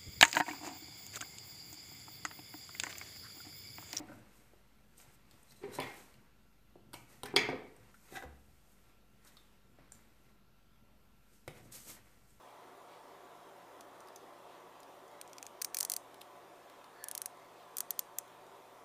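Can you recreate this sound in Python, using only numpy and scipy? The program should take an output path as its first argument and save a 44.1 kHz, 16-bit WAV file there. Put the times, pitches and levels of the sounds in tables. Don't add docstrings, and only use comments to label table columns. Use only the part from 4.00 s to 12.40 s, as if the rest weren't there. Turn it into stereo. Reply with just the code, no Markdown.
import sys
import numpy as np
from scipy import signal
from scipy.fft import rfft, irfft
from scipy.io import wavfile
from scipy.ndimage import uniform_filter1d

SR = 44100
rng = np.random.default_rng(int(sys.argv[2]) if len(sys.argv) > 2 else 0)


def field_ratio(decibels):
    return 10 ** (np.asarray(decibels, dtype=float) / 20)


def master_out(mix):
    frames = np.transpose(np.atleast_2d(mix))
    ceiling = np.clip(frames, -1, 1)
    pcm = np.round(ceiling * 32767).astype(np.int16)
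    wavfile.write(sys.argv[1], SR, pcm)


N = 370440


def evened(x):
    return x / np.sqrt(np.mean(x ** 2) + 1e-20)


def read(points, hz):
    f, value = np.transpose(points)
    return np.interp(np.log(hz + 1), np.log(f + 1), value)


def add(mix, s, sound, peak_db):
    part = mix[round(max(s, 0) * SR):][:len(sound)]
    scaled = field_ratio(peak_db) * sound / abs(sound).max()
    part += scaled[:len(part)]


def colour(x, points):
    return evened(irfft(rfft(x) * field_ratio(read(points, np.fft.rfftfreq(N, 1 / SR))), N))


def resonate(x, hz, width):
    r = np.exp(-np.pi * abs(width) / SR)
    return evened(signal.lfilter([1, 0, -1], [1, -2 * r * np.cos(2 * np.pi * hz / SR), r * r], x))


def ring(modes, rise_s):
    t = np.arange(SR // 2) / SR
    out = np.zeros(len(t))
    for hz, db, t60 in modes:
        out += field_ratio(db - 60 * t / abs(t60)) * np.sin(2 * np.pi * hz * t)
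    return (1 - np.exp(-t / abs(rise_s))) * out


def grains(per_s, spread_db, smooth):
    clumps = evened(uniform_filter1d(rng.standard_normal(N), size=300))
    sizes = field_ratio(spread_db * np.minimum(rng.exponential(1, N), 3))
    slips = (rng.random(N) < per_s / SR) * rng.standard_normal(N) * sizes
    return evened((evened(slips) + smooth * rng.standard_normal(N)) * field_ratio(1.8 * clumps))


def gestures(rows, rest_db):
    t = np.arange(0, N + 64, 64) / SR
    power = field_ratio(2 * rest_db(t))
    for s, db, rise, fall in rows:
        slope = np.maximum((s - t) / abs(rise), (t - s) / abs(fall))
        power = power + field_ratio(2 * (db - 20 * slope))
    return np.interp(np.arange(N) / SR, t, np.sqrt(power))


# frequency in Hz, density in dB per Hz.
RUSTLE_SPECTRUM = [(900, -30), (1800, -12), (3500, -6), (5500, -3), (7200, 0), (9500, -3), (12000, -2),
                   (14300, -6), (15500, -12)]
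SCRAPE_SPECTRUM = [(180, -33), (300, -3), (669, -7), (730, -6.5), (1550, -7.5), (2070, -5), (3600, -11),
                   (6000, -21), (7800, -49.5), (13200, -120)]
RUMBLE_SPECTRUM = [(50, -29.5), (85, -11), (128, 1.5), (170, -12), (205, 7), (270, -13), (350, -10.5),
                   (500, -26), (700, -15), (1200, -64.5)]
# time in seconds, rustle level in dB.
BUSY_HANDS = [(0, -82), (.45, -74), (.65, -80.5), (1.25, -79), (1.33, -70.5), (2.1, -74), (2.3, -82.5),
              (2.9, -85), (3.0, -77), (4.3, -74.5), (4.9, -75.5), (5.0, -85.5), (5.4, -72), (5.62, -82),
              (6.3, -77), (6.42, -92.5), (7.25, -81.5), (8.4, -87.5)]
# peak time in seconds, peak level in dB, rise and fall in seconds.
PEEL_GESTURES = [(.14, -67, 0.25, 0.16), (.37, -67, 0.19, 0.16), (.983, -58.5, 0.022, 0.15),
                 (1.025, -65, 0.14, 0.035), (1.15, -66, 0.13, 0.028), (1.51, -76, 0.25, .15),
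                 (1.754, -47.5, 0.045, 0.031), (1.82, -55.5, 0.024, 0.22), (1.974, -57.5, 0.12, 0.2),
                 (2.94, -58.5, 0.013, 0.17), (3.1, -63.5, 0.036, 0.25), (3.27, -62, 0.035, 0.06),
                 (3.4, -59.5, .03, 0.15), (4.06, -69.5, 0.57, 0.18), (4.162, -53.5, 0.12, 0.083),
                 (4.72, -72, 0.18, 0.17), (5.276, -59, 0.05, 0.049), (5.33, -72, 0.096, 0.18),
                 (5.94, -65, 0.035, 0.17), (7.35, -67, .12, 0.13), (7.5, -71.5, 0.044, 0.24),
                 (7.58, -64, 0.17, 0.057), (7.65, -66, 0.1, 0.11), (7.725, -49.5, 0.012, 0.19),
                 (7.756, -46.5, 0.026, 0.044), (7.82, -57, 0.1, 0.14), (7.9, -45.5, 0.075, 0.077),
                 (7.955, -57, .04, 0.036), (8.06, -71, .1, 0.83), (8.3, -69.5, 0.092, 0.22)]
# peak time in seconds, peak level in dB, rise and fall in seconds.
RUB_GESTURES = [(.002, -63.5, 0.015, 0.89), (.13, -80, 0.11, 0.82), (1.03, -65, 0.15, 0.34),
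                (1.32, -67.5, 0.1, 0.45), (1.64, -53.5, 0.031, 0.032), (1.76, -53.5, 0.15, .1),
                (1.82, -49, 0.059, 0.27), (1.97, -68.5, 0.083, 0.64), (3.12, -64.5, 0.094, 0.25),
                (3.31, -57, 0.076, 0.025), (3.42, -45, 0.044, 0.17), (3.49, -48, .05, 0.074),
                (3.9, -67.5, 0.58, 0.076), (4.16, -56.5, 0.16, 0.1), (4.9, -70, 0.25, 0.079),
                (5.29, -69, 0.21, 0.48), (5.79, -68, 0.027, 0.35), (5.94, -70.5, .03, 0.39),
                (6.3, -74.5, 0.29, 0.11), (7.5, -71.5, 0.019, .3), (7.58, -61, 0.12, 0.071),
                (7.756, -59, 0.11, 0.1), (7.9, -54.5, 0.067, 0.05), (7.98, -59.5, 0.08, .05),
                (8.07, -68.5, 0.047, 0.32)]
# peak time in seconds, peak level in dB.
LEAN_GESTURES = [(.15, -53.5), (1.68, -70), (1.82, -52.5), (2.96, -60), (3.28, -76), (3.43, -46.5),
                 (3.52, -57), (3.6, -57.5), (3.8, -70), (4.239, -59), (5.801, -71), (5.961, -67),
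                 (7.55, -67), (7.66, -61), (7.78, -69.5), (7.9, -66.5)]


def hands():
    def busy(t):
        return np.interp(t, *np.transpose(BUSY_HANDS))

    def scrape_rest(t):
        return -83.5 + 0.22 * (busy(t) - BUSY_HANDS[0][1])

    leans = [(s, db, 0.23, 0.14) for s, db in LEAN_GESTURES]
    rustle = gestures(PEEL_GESTURES, busy)
    scrape = gestures(RUB_GESTURES, scrape_rest)
    rumble = gestures(leans, lambda t: -75.5 + 0 * t)
    spread = .85 * rustle * colour(rng.standard_normal((2, N)), RUSTLE_SPECTRUM)
    one_spot = .45 * rustle * colour(grains(5000, 2.2, .8), RUSTLE_SPECTRUM)
    one_spot += scrape * colour(grains(2500, 1.8, 1.3), SCRAPE_SPECTRUM)
    one_spot += rumble * colour(grains(300, 6.8, 0.7), RUMBLE_SPECTRUM)
    return one_spot, spread


def stroke(curve, body, per_s):
    s, db = np.transpose(curve)
    slips = grains(per_s, 2.5, .6)
    rung = np.zeros(N)
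    for hz, width, d in body:
        rung += field_ratio(d) * resonate(resonate(slips, hz, 2 * width), hz, 2 * width)
    return evened(rung) * field_ratio(np.interp(np.arange(N) / SR, s, db, -200, -200))


# time in seconds, level in dB.
BLADE_SLIDE = [(1.45, -80), (1.46, -79), (1.514, -63), (1.542, -97), (1.564, -66), (1.715, -79),
               (1.725, -55), (1.79, -56.5)]
# frequency in Hz, width in Hz, level in dB.
BLADE_RESONANCES = [(4090, 190, 0), (5470, 5800, 0.5)]


def sliding_scissors():
    return stroke(BLADE_SLIDE, BLADE_RESONANCES, 3000)


# time in seconds, level in dB.
ROLL_DRAG = [(4.115, -71), (4.13, -58.5), (4.146, -56), (4.152, -47.5), (4.16, -43.5), (4.175, -37.5),
             (4.186, -52), (4.215, -64.5), (4.226, -50), (4.25, -67)]
# frequency in Hz, width in Hz, level in dB.
ROLL_RESONANCES = [(350, 100, -11.5), (765, 40, 1.5), (1290, 100, -7), (1620, 265, 1), (1957, 48, -4),
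                   (2320, 250, -3.5), (2990, 260, -8), (3770, 200, -6.5), (5200, 1600, -9)]


def dragged_roll():
    return stroke(ROLL_DRAG, ROLL_RESONANCES, 1200)


# time in seconds, peak level in dB, ring in Hz, t60 in seconds, upper modes in dB.
THUD_BLOWS = [(.001, -40, 301, 0.29, -17), (0.095, -43.5, 293, 0.1, -4), (.118, -44, 310, 0.075, 7),
              (.534, -59, 376, 0.044, -14), (1.615, -53, 382, 0.45, -54), (1.637, -36, 404, 0.11, -13.5),
              (1.675, -45.5, 487, 0.12, -11), (1.7866, -24.5, 412, 0.059, 3.5),
              (2.756, -47.5, 366, 0.036, -12), (2.938, -44.5, 304, 0.033, -13),
              (3.234, -33.5, 416, 0.13, 4), (3.34, -26.5, 388, 0.042, -6.5),
              (3.363, -23, 406, 0.047, -15.5), (3.489, -23, 371, 0.054, 1.5),
              (3.53, -28.5, 496, 0.032, -8.5), (4.1238, -39, 395, 0.012, -9), (4.257, -47, 414, .012, 1),
              (4.224, -39, 401, .03, 11), (4.236, -42, 508, 0.045, -7), (4.245, -49.5, 71.1, 0.98, -23),
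              (5.787, -47, 326, 0.022, 0), (7.478, -36, 381, 0.029, -2), (7.4795, -39.5, 145.7, 0.1, -7),
              (7.565, -52, 129.2, 0.1, -10.5), (7.612, -59, 127, .1, -9.5), (7.655, -50, 127, 0.16, -7.5),
              (7.99, -60.5, 120, 0.14, -11), (3.801, -59, 113, 0.17, -16.5),
              (7.872, -49.5, 291, 0.019, -11.5)]
# frequency ratio, level in dB, share of t60.
THUD_OVERTONES = [(1.96, 3.5, 0.45), (2.392, -0.5, 0.3), (3.098, -6, 0.54), (4.2, -5.5, 0.43)]
# frequency in Hz, level in dB, t60 in seconds.
TABLE_MODES = [(135, 1.5, 0.083), (191, -11.5, 0.075), (264.5, 7.5, 0.11), (485.6, 0, 0.1)]


def thuds():
    out = np.zeros(N)
    for s, db, hz, t60, upper_db in THUD_BLOWS:
        upper = [(hz * ratio, upper_db + d, t60 * share) for ratio, d, share in THUD_OVERTONES]
        add(out, s, -ring([(hz, 0, t60)] + upper, .0002), db)
        add(out, s, ring(TABLE_MODES, 0.0034), db - 13)
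    return out


# time in seconds, peak level in dB, brightness in dB per octave,
# ring factor.
SCISSOR_CLACKS = [
    (3.3627, -12, -4.5, 0.23),
    (1.6343, -38.5, -6, 0.075),
    (1.6916, -58, 15, 0.6),
    (1.7866, -27, -9, 0.11),
    (1.8017, -33.5, 4, 0.96),
    (3.256, -55, -8, 0.38),
    (3.4858, -47, -7, 0.47),
]
# frequency in Hz, level in dB, t60 in seconds.
SCISSOR_MODES = [(1280, 0, 0.13), (1926, 2, 0.32), (2130, 14, 0.094), (2390, 9, 0.068), (2245, 7, 0.13),
                 (2970, 7, 0.049), (3455, 4.5, 0.1), (4177, -1.5, 0.12), (4558, 10, 0.01),
                 (5360, -2.5, 0.0055), (6920, -14, 0.0073), (7800, -37, 0.02), (8900, -3.5, 0.011)]


def clacks():
    out = np.zeros(N)
    for s, db, tilt_db, factor in SCISSOR_CLACKS:
        modes = [(hz, d + tilt_db * np.log2(hz / 2500), t60 * factor) for hz, d, t60 in SCISSOR_MODES]
        add(out, s, ring(modes, .0003), db)
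    return out


def blows():
    floor_filter = signal.butter(2, 59.8, "high", fs=SR, output="sos")
    return signal.sosfilt(floor_filter, thuds() + clacks())


def bursts(rows):
    out, t = np.zeros(N), np.arange(SR // 8) / SR
    for s, db, hz, cycles, t60, crack_db in rows:
        noise = rng.standard_normal(len(t))
        burst = resonate(resonate(noise, hz, hz / cycles), hz, hz)
        burst += field_ratio(crack_db) * signal.lfilter([1], [1, -.45], noise)
        add(out, s, burst * field_ratio(-60 * t / abs(t60)) * (1 - np.exp(-t * 6000)), db)
    return out


# time in seconds, peak level in dB, centre in Hz, t60 in seconds,
# flat crack in dB.
CRACK_EVENTS = [(.534, -59, 680, 0.034, -6), (1.0, -46, 2580, 0.02, 1), (1.311, -45, 3780, 0.0086, 2),
                (1.5197, -46, 1660, 0.03, 19), (1.801, -23, 1940, 0.012, -1),
                (2.141, -47, 2630, 0.0085, -6), (2.9322, -36.5, 1430, 0.043, 5),
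                (2.939, -35.5, 901, 0.024, 2), (2.941, -35, 2500, 0.024, 0), (3.2333, -26, 2550, 0.018, 8),
                (3.257, -28.5, 1734, 0.041, -6), (3.359, -34.5, 4500, 0.049, -9.5),
                (3.3631, -17, 4150, 0.016, -19.5), (4.124, -52, 685, 0.013, -19.5),
                (5.248, -48, 7580, 0.024, 13), (5.787, -53, 1230, 0.0065, -28.5),
                (7.478, -32.5, 994, 0.0054, 15.5), (7.7224, -42.5, 7500, .024, -9)]


def cracks():
    return bursts([(s, db, hz, 2.2, t60, crack_db) for s, db, hz, t60, crack_db in CRACK_EVENTS])


# time in seconds, peak level in dB, centre in Hz,
# t60 in seconds, cycles of ring.
TICK_EVENTS = [(.072, -54, 9000, .008, 2), (.1905, -55, 8000, .008, 1.8), (1.4297, -53, 8460, 0.015, 2.8),
               (1.508, -48, 4080, .02, 6), (0.9797, -48.5, 7900, 0.024, 9.1), (1.013, -49, 7800, .027, 2.5),
               (3.2714, -51, 1890, 0.018, 2.5), (3.327, -46, 1660, 0.026, 2.5),
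               (3.362, -17, 4740, 0.007, 14), (3.764, -50, 8400, 0.016, 4.2),
               (3.942, -50, 1440, 0.061, 6.6), (4.224, -42, 1514, 0.031, 2.2),
               (4.236, -47.5, 900, 0.046, 2.7), (5.2714, -49, 3800, 0.05, 3.4),
               (5.369, -43, 3600, .012, 3.4), (5.9208, -39.5, 7300, 0.011, 2),
               (7.479, -38.5, 9100, 0.011, 5.3), (7.801, -44.5, 6960, 0.018, 3.1),
               (3.0924, -58, 4980, .012, 2), (4.719, -56.5, 10970, .01, 2), (8.305, -57, 7500, .012, 3)]


def ticks():
    return bursts([(s, db, hz, cycles, t60, -5.5) for s, db, hz, t60, cycles in TICK_EVENTS])


# time in seconds, peak level in dB, centre in Hz,
# t60 in seconds, cycles of ring.
BODY_EVENTS = [(.001, -47, 750, 0.26, 10), (.004, -53, 2040, 0.17, 9.2), (.068, -63, 1710, .12, 3.5),
               (.084, -52, 1520, 0.16, 7), (.1178, -51.5, 1420, 0.11, 9), (1.638, -54, 2100, .15, 8.6),
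               (1.813, -41, 3260, 0.12, 18), (1.806, -48, 2070, 0.37, 7), (3.385, -50, 7700, 0.014, 8),
               (3.488, -45, 5100, 0.021, 7.7), (5.255, -58.5, 1290, 0.22, 0.99),
               (7.4785, -37, 2260, .025, 2.2), (2.94, -44.5, 738, 0.047, 4),
               (3.363, -13.5, 2210, .025, 2.8), (3.364, -28.5, 7000, .06, 3), (3.365, -28, 676, 0.092, 3.6),
               (7.478, -49, 4520, 0.009, 1.5)]


def bodies():
    return bursts([(s, db, hz, cycles, t60, -40) for s, db, hz, t60, cycles in BODY_EVENTS])


# time in seconds, peak level in dB, frequency in Hz, t60 in seconds.
PING_EVENTS = [(3.3626, -15, 4700, 0.0074), (3.3632, -15.5, 3350, .015), (3.3638, -17.5, 2200, 0.021),
               (3.3632, -26, 6600, 0.0079), (3.3675, -24, 4800, 0.0099), (3.3705, -20.5, 2320, .03),
               (3.372, -25, 3400, .012), (5.368, -48, 3570, .014), (5.374, -51, 3750, .016),
               (5.369, -59, 1205, .04), (5.9207, -39.5, 7280, 0.0079), (5.9207, -45, 9140, 0.0072),
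               (5.9255, -50, 7300, 0.0098), (2.7565, -51, 600, .015), (5.7865, -59.5, 660, 0.013),
               (.534, -59, 630, 0.028), (1.7865, -32, 1000, 0.032), (1.7875, -35.5, 600, 0.032),
               (7.4785, -44.5, 3680, 0.0062), (7.4785, -44.5, 490, .03), (2.9385, -39, 2300, .012),
               (3.4895, -31, 410, 0.11)]


def pings():
    out = np.zeros(N)
    for s, db, hz, t60 in PING_EVENTS:
        add(out, s, ring([(hz, 0, t60)], .0004), db)
    return out


# frequency in Hz, t60 in seconds.
ROOM_T60 = [(60, 0.49), (130, 0.58), (400, 0.59), (2000, 0.53), (3300, 0.44), (5000, .35), (8000, 0.25),
            (15000, 0.14)]
# frequency in Hz, likeness from 0 to 1.
TAIL_LIKENESS = [(100, 0.65), (300, .85), (640, 0.71), (1400, .35), (3000, .02)]
# delay in seconds, level in dB over the tail.
NEAR_ECHOES = [(.0021, -4), (.0048, -4), (.0083, -7), (.0135, -9), (.0205, -10), (.029, -9)]


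def room(x, wet_db, lead):
    taps = np.zeros((2, SR))
    at = np.arange(200, SR - 20, 20)
    at = at + rng.integers(0, 20, (2, len(at)))
    np.put_along_axis(taps, at, rng.choice([-1., 1.], at.shape), 1)
    hz, t, z = signal.stft(taps, SR, nperseg=512)
    same = np.clip(read(TAIL_LIKENESS, hz), 0, 1)[:, None]
    z[1] = same * z[0] + np.sqrt(1 - same ** 2) * z[1]
    decay = field_ratio(-60 * t / read(ROOM_T60, hz)[:, None])
    tail = signal.istft(z * decay, SR, nperseg=512)[1]
    tail[:, :200] = 0
    tail *= field_ratio(wet_db) / np.linalg.norm(tail[0])
    tail[0, 0] = tail[1, lead] = 1
    tail[:, 8:60] += .15 * np.diff(rng.standard_normal((2, 53))) * np.exp(-np.arange(52) / 25)
    for k, (s, db) in enumerate(NEAR_ECHOES):
        skew = rng.integers(-9, 9)
        arrivals = [round(s * SR) + skew, round(s * SR) - skew]
        tail[[0, 1], arrivals] += (-1) ** k * field_ratio(db + wet_db)
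    return signal.fftconvolve(x[None], tail, axes=1)[:, :N]


# frequency in Hz, density in dB per Hz.
HISS_SPECTRUM = [(34, -36), (58, -3), (97, -10.5), (208, -7), (282, -14), (481, -16), (1280, -20.5),
                 (1370, -18.5), (1810, -22.5), (2690, -22), (9210, -35), (13400, -27.5), (15000, -42)]
# frequency in Hz, left-right likeness.
HISS_LIKENESS = [(60, 0.48), (130, 0.34), (290, 0.59), (640, 0.16), (1400, .05), (3080, .02), (14900, .02)]
# frequency in Hz, level in dB, width in Hz.
HUM_LINES = [(49.2, -72, 0.41), (190.4, -84, 5), (213, -82, 5.8), (1358, -85, 0.91), (2750, -94, 2.3)]


def floor():
    frames, hz = N // 512 + 5, np.fft.rfftfreq(2048, 1 / SR)
    a, b, c, d, patches = rng.standard_normal((frames, 1025, 5)).T
    patches = uniform_filter1d(patches, size=20, axis=0)
    patches = evened(uniform_filter1d(patches, size=8, axis=1))
    same = np.clip(read(HISS_LIKENESS, hz), -1, 1)[:, None]
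    left = a + 1j * b
    right = same * left + np.sqrt(1 - same ** 2) * (c + 1j * d)
    z = np.array([left, right]) * field_ratio(read(HISS_SPECTRUM, hz)[:, None] + 1.5 * patches)
    hiss = signal.istft(z, nperseg=2048, noverlap=1536)[1][:, :N]
    out = field_ratio(-68.5) * evened(hiss)
    for hz, db, width in HUM_LINES:
        wander = evened(uniform_filter1d(rng.standard_normal(N), size=8000))
        level = np.sqrt(2) * field_ratio(db + 0.19 * width * wander[::-1])
        out += level * np.sin(2 * np.pi * np.cumsum(hz + .3 * width * wander) / SR)
    return out


# start in seconds, end in seconds.
FAR_LEFT_SPANS = [
    (1.6, 1.9),
    (2.9, 3.5),
]


def scene():
    one_spot, spread = hands()
    one_spot = one_spot + sliding_scissors()
    snaps = cracks() + ticks() + bodies() + pings()
    t = np.arange(N) / SR
    far = sum((t > a) & (t < b) for a, b in FAR_LEFT_SPANS)
    plate_lead, drag_lead, far_lead = 6, 1, 10
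    near = room(one_spot + (1 - far) * snaps, -9.5, plate_lead)
    near = near + room(dragged_roll(), -9.5, drag_lead) + spread
    edge = room(blows(), -6.5, far_lead) + room(far * snaps, -8.5, far_lead)
    return near + edge + floor()


def band_limit(x):
    return signal.sosfilt(signal.butter(12, 15480, fs=SR, output="sos"), x)


def record(dry):
    low = signal.butter(2, 35, "high", fs=SR, output="sos")
    top = signal.firwin(255, 14800, window=("kaiser", 5), fs=SR)[None]
    mix = signal.oaconvolve(signal.sosfilt(low, dry), top, "same") - .0005
    return band_limit(mix)


dry = scene()
out = record(dry)
master_out(out)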